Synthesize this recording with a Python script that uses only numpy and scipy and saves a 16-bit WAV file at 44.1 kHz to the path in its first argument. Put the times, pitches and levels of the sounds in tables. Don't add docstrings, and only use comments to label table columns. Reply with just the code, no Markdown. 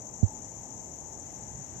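import sys
import numpy as np
from scipy import signal
from scipy.fft import rfft, irfft, next_fast_len
from scipy.io import wavfile
from scipy.ndimage import map_coordinates

SR = 44100
rng = np.random.default_rng(int(sys.argv[2]) if len(sys.argv) > 2 else 0)


def to_wav(s):
    ch = np.atleast_2d(s).T
    pcm = np.round(np.clip(ch, -1, 1) * 32767)
    wavfile.write(sys.argv[1], SR, pcm.astype(np.int16))


def decibels_to_gain(level_db):
    exponent = np.asarray(level_db, float) / 20
    return 10 ** exponent


N = 79380
TIME_S = np.arange(N) / SR


def unit(x):
    return x / np.sqrt(np.mean(x ** 2, axis=-1, keepdims=True) + 1e-20)


def along(points, hz):
    f, v = np.transpose(points)
    return np.interp(np.log(hz + 1), np.log(f + 1), v)


def over_time(points):
    s, db = np.transpose(points)
    return np.interp(TIME_S, s, db)


def wobble(rate):
    knots = rng.standard_normal(int(N * rate / SR) + 4)
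    return map_coordinates(knots, [np.arange(N) * rate / SR])


def filtered(x, response):
    m = next_fast_len(N + SR // 2)
    hz = np.fft.rfftfreq(m, 1 / SR)
    return irfft(rfft(x, m) * response(hz), m)[..., :N]


def shaped(x, curve):
    return filtered(x, lambda hz: decibels_to_gain(along(curve, hz)))


# (frequency [Hz], left-right correlation [0-1])
ALIKE = [(60, 0.34), (270, 0.88), (500, 0.72), (800, 0.42), (1300, 0.23), (5000, .03)]


def rush(spectrum):
    closed = [(spectrum[0][0] * .8, -120), *spectrum, (spectrum[-1][0] * 1.25, -120)]

    def mid_side(hz):
        turn = np.arccos(np.clip(along(ALIKE, hz), -1, 1)) / 2
        return decibels_to_gain(along(closed, hz)) * [np.cos(turn), np.sin(turn)]

    mid, side = filtered(rng.standard_normal((2, N)), mid_side)
    return unit(np.array([mid + side, mid - side]))


def hedge(x):
    t60_s = .095
    t = np.arange(SR // 4) / SR
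    tail = rng.standard_normal((2, len(t))) * decibels_to_gain(-60 * t / t60_s)
    return unit(signal.fftconvolve(x[None], tail, axes=1)[:, :N])


def close(song, wet_db):
    wet = hedge(song)
    return unit(np.array([song, wet[1]]) + decibels_to_gain(wet_db) * wet)


TOP_HZ, FALL_HZ = 7360, 1902


def scrapes(rate, first_s, top_hz, fall_hz, rough):
    scrape_s, pair_gap_s, second_db = .012, .0215, -1
    song = 0
    for late_s, db in ((0, 0), (pair_gap_s, second_db)):
        stroke = np.minimum(((TIME_S - first_s - late_s) % (1 / rate)) / scrape_s, 1)
        turns = np.cumsum(top_hz - fall_hz * stroke) / SR
        swing = np.sin(2 * np.pi * turns + rough * wobble(600))
        song = song + decibels_to_gain(db + 2.07 * wobble(39.89)) * np.sin(np.pi * stroke) * swing
    return unit(song)


# (frequency [Hz], level [dB])
WINGS = [(4800, -33.5), (5400, -18), (6000, -4), (6600, -1.5), (7100, 0), (7450, -5.5), (7900, -16),
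         (8300, -46)]


def near_cricket():
    song = scrapes(14.165, -.005965, TOP_HZ, FALL_HZ, rough=.85)
    return decibels_to_gain(-47) * unit(shaped(close(song, wet_db=-3), WINGS))


# (frequency [Hz], level [dB])
HIGH_WINGS = [(7200, -20), (7450, -3), (7570, 0), (7800, -6), (8000, -14), (8200, -32)]


def high_cricket():
    song = scrapes(15.68, -.020, 7880, 560, rough=.9)
    return decibels_to_gain(-57) * unit(shaped(close(song, wet_db=-3.5), HIGH_WINGS))


def held_note():
    rate, centre_s, long_s = 14.15, .016, .014
    off_s = ((TIME_S - centre_s) * rate + .5) % 1 / rate - .5 / rate
    swell = decibels_to_gain(-47 + 2.2 * wobble(15)) * np.exp(-(off_s / long_s) ** 2)
    return swell * np.sin(2 * np.pi * 7037 * TIME_S + .5 * wobble(30))


def chorus():
    rate_spread, pitch_spread, size_spread_db = .15, .05, 1
    crowd = 0
    for pace, pitch, size in rng.standard_normal((12, 3)):
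        rate = 14.5 * (1 + rate_spread * pace)
        song = scrapes(rate, size, TOP_HZ * (1 + pitch_spread * pitch), FALL_HZ, rough=.98)
        crowd = crowd + decibels_to_gain(size_spread_db * size) * hedge(song)
    return decibels_to_gain(-46.5) * unit(shaped(crowd, WINGS)) + decibels_to_gain(-45.5) * rush(WINGS)


# (frequency [Hz], level [dB])
STEADY = [(6690, -63), (7205, -65), (6340, -68), (7545, -67)]


def trills():
    total = 0
    for hz, db in STEADY:
        level = decibels_to_gain(db + 4.3 * np.array([wobble(25), wobble(25)]))
        total = total + level * np.sin(2 * np.pi * hz * TIME_S + .28 * wobble(18))
    return total


def crickets():
    return near_cricket() + high_cricket() + held_note() + chorus() + trills()


# (frequency [Hz], level [dB])
WHINE = [(8200, -26), (8700, -1), (9300, 5.5), (9800, -7), (10300, -22)]
# (frequency [Hz], level [dB])
FIZZ = [(9800, -9), (10500, -7), (11200, -4), (12300, 0), (14000, -2), (15000, -6), (15800, -8)]


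def high_insects():
    beat_db = -.9 * np.sin(2 * np.pi * 3.9 * TIME_S + 3.4)
    whine = decibels_to_gain(-71 + .83 * wobble(.5) + .67 * wobble(66)) * rush(WHINE)
    fizz = decibels_to_gain(-71.5 + beat_db + .8 * wobble(15)) * rush(FIZZ)
    return whine + fizz


# (frequency [Hz], level [dB])
TRAFFIC = [(20, -30), (50, -2), (100, -4.5), (250, -4.5), (520, -10), (890, -6), (960, -14), (1400, -24)]
# (frequency [Hz], level [dB])
ROAD = [(900, -24), (1400, -2), (1900, 2), (2500, -4), (3700, -8.5), (4600, -11.5), (8300, -11),
        (10400, -21)]
# (time [s], level [dB])
PASSING = [
    (0, -64),
    (.85, -63.5),
    (1.3, -61.5),
    (1.8, -60.5),
]


def traffic():
    tyres = decibels_to_gain(over_time(PASSING) + .88 * wobble(7.75)) * rush(ROAD)
    rumble = decibels_to_gain(-51 + .7 * wobble(12)) * rush(TRAFFIC)
    return rumble + tyres


# (frequency [Hz], level [dB])
COVER = [(60, 3), (600, 2.5), (1150, 0), (1500, -8), (2700, -16), (4900, -19), (6500, -27.5), (8100, -49)]
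# (frequency [Hz], level [dB])
LEAK = [(8900, -30), (9050, -2), (10400, -2), (11800, 0), (13000, -2), (15800, -9)]


def covered_port(sound):
    return shaped(sound, COVER) + decibels_to_gain(-80) * rush(LEAK)[1]


# (frequency [Hz], level [dB])
RUB = [(30, -20), (60, -5), (100, 0), (160, -5), (260, -16)]
# (time [s], level [dB])
GRIP = [(0.32, -51), (0.55, -59), (0.586, -52), (0.682, -52.5), (0.806, -46.5), (1.122, -56), (1.172, -47),
        (1.246, -53.5), (1.596, -43.5), (1.638, -53.5), (1.728, -45.5), (1.8, -55)]


def finger_rub():
    mean_db = np.transpose(GRIP)[1].mean()
    grip_db = over_time(GRIP) - mean_db
    rub = decibels_to_gain(-51 + grip_db + 2 * wobble(11.88)) * rush(RUB)[0]
    return np.array([.45 * rub, rub])


# (time [s], level [dB])
CROAKS = [
    (.31, -56),
    (.68, -59.5),
    (1.09, -61.5),
    (1.46, -59),
]


def frog():
    croak_s, throat_hz, wide_hz = .095, 855, 65
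    swell = sum(decibels_to_gain(db) * np.exp(-((TIME_S - s) / croak_s) ** 2) for s, db in CROAKS)
    breath = rng.standard_normal(N)
    return swell * unit(filtered(breath, lambda hz: 1 / (1 + ((hz - throat_hz) / wide_hz) ** 4)))


# (frequency [Hz], level [dB], decay [s], first swing [+1 or -1])
SHELL = [
    (49, -21, .008, 1),
    (209, -16.5, .0037, -1),
    (370, -35, .005, -1),
    (730, -34, .0014, 1),
]


def finger_press():
    press_hz, extra_turns, settle_s, rise_s, die_s = 97, .7, .001, .0048, .0165
    t = np.maximum(TIME_S - .2285, 0)
    turns = press_hz * t + extra_turns * (1 - np.exp(-t / settle_s))
    swell = (1 - np.exp(-(t / rise_s) ** 2)) * np.exp(-(t / die_s) ** 1.28)
    press = -decibels_to_gain(-3.6) * swell * np.sin(2 * np.pi * turns)
    knock = 0
    for hz, db, die, way in SHELL:
        knock = knock + way * decibels_to_gain(db) * t / die * np.exp(1 - t / die) * np.sin(2 * np.pi * hz * t)
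    return np.array([np.zeros(N), press + knock])


# (time [s], level [dB])
TICKS = [
    (0.511, -64),
    (1.792, -53),
]


def twigs():
    burst = sum(decibels_to_gain(db) * (TIME_S > s) * np.exp(-np.abs(TIME_S - s) / .0015) for s, db in TICKS)
    return burst * unit(filtered(rng.standard_normal(N), lambda hz: hz > 9500))


def scene():
    left, right = crickets() + high_insects() + traffic() + frog() + twigs()
    return np.array([left, covered_port(right)]) + finger_rub() + finger_press()


def top_cut(x):
    return signal.sosfilt(signal.butter(12, 15630, fs=SR, output="sos"), x)


def record(dry):
    low_cut_hz = 26
    heard = filtered(dry, lambda hz: hz ** 4 / (hz ** 4 + low_cut_hz ** 4))
    return top_cut(heard)


dry = scene()
out = record(dry)
to_wav(out)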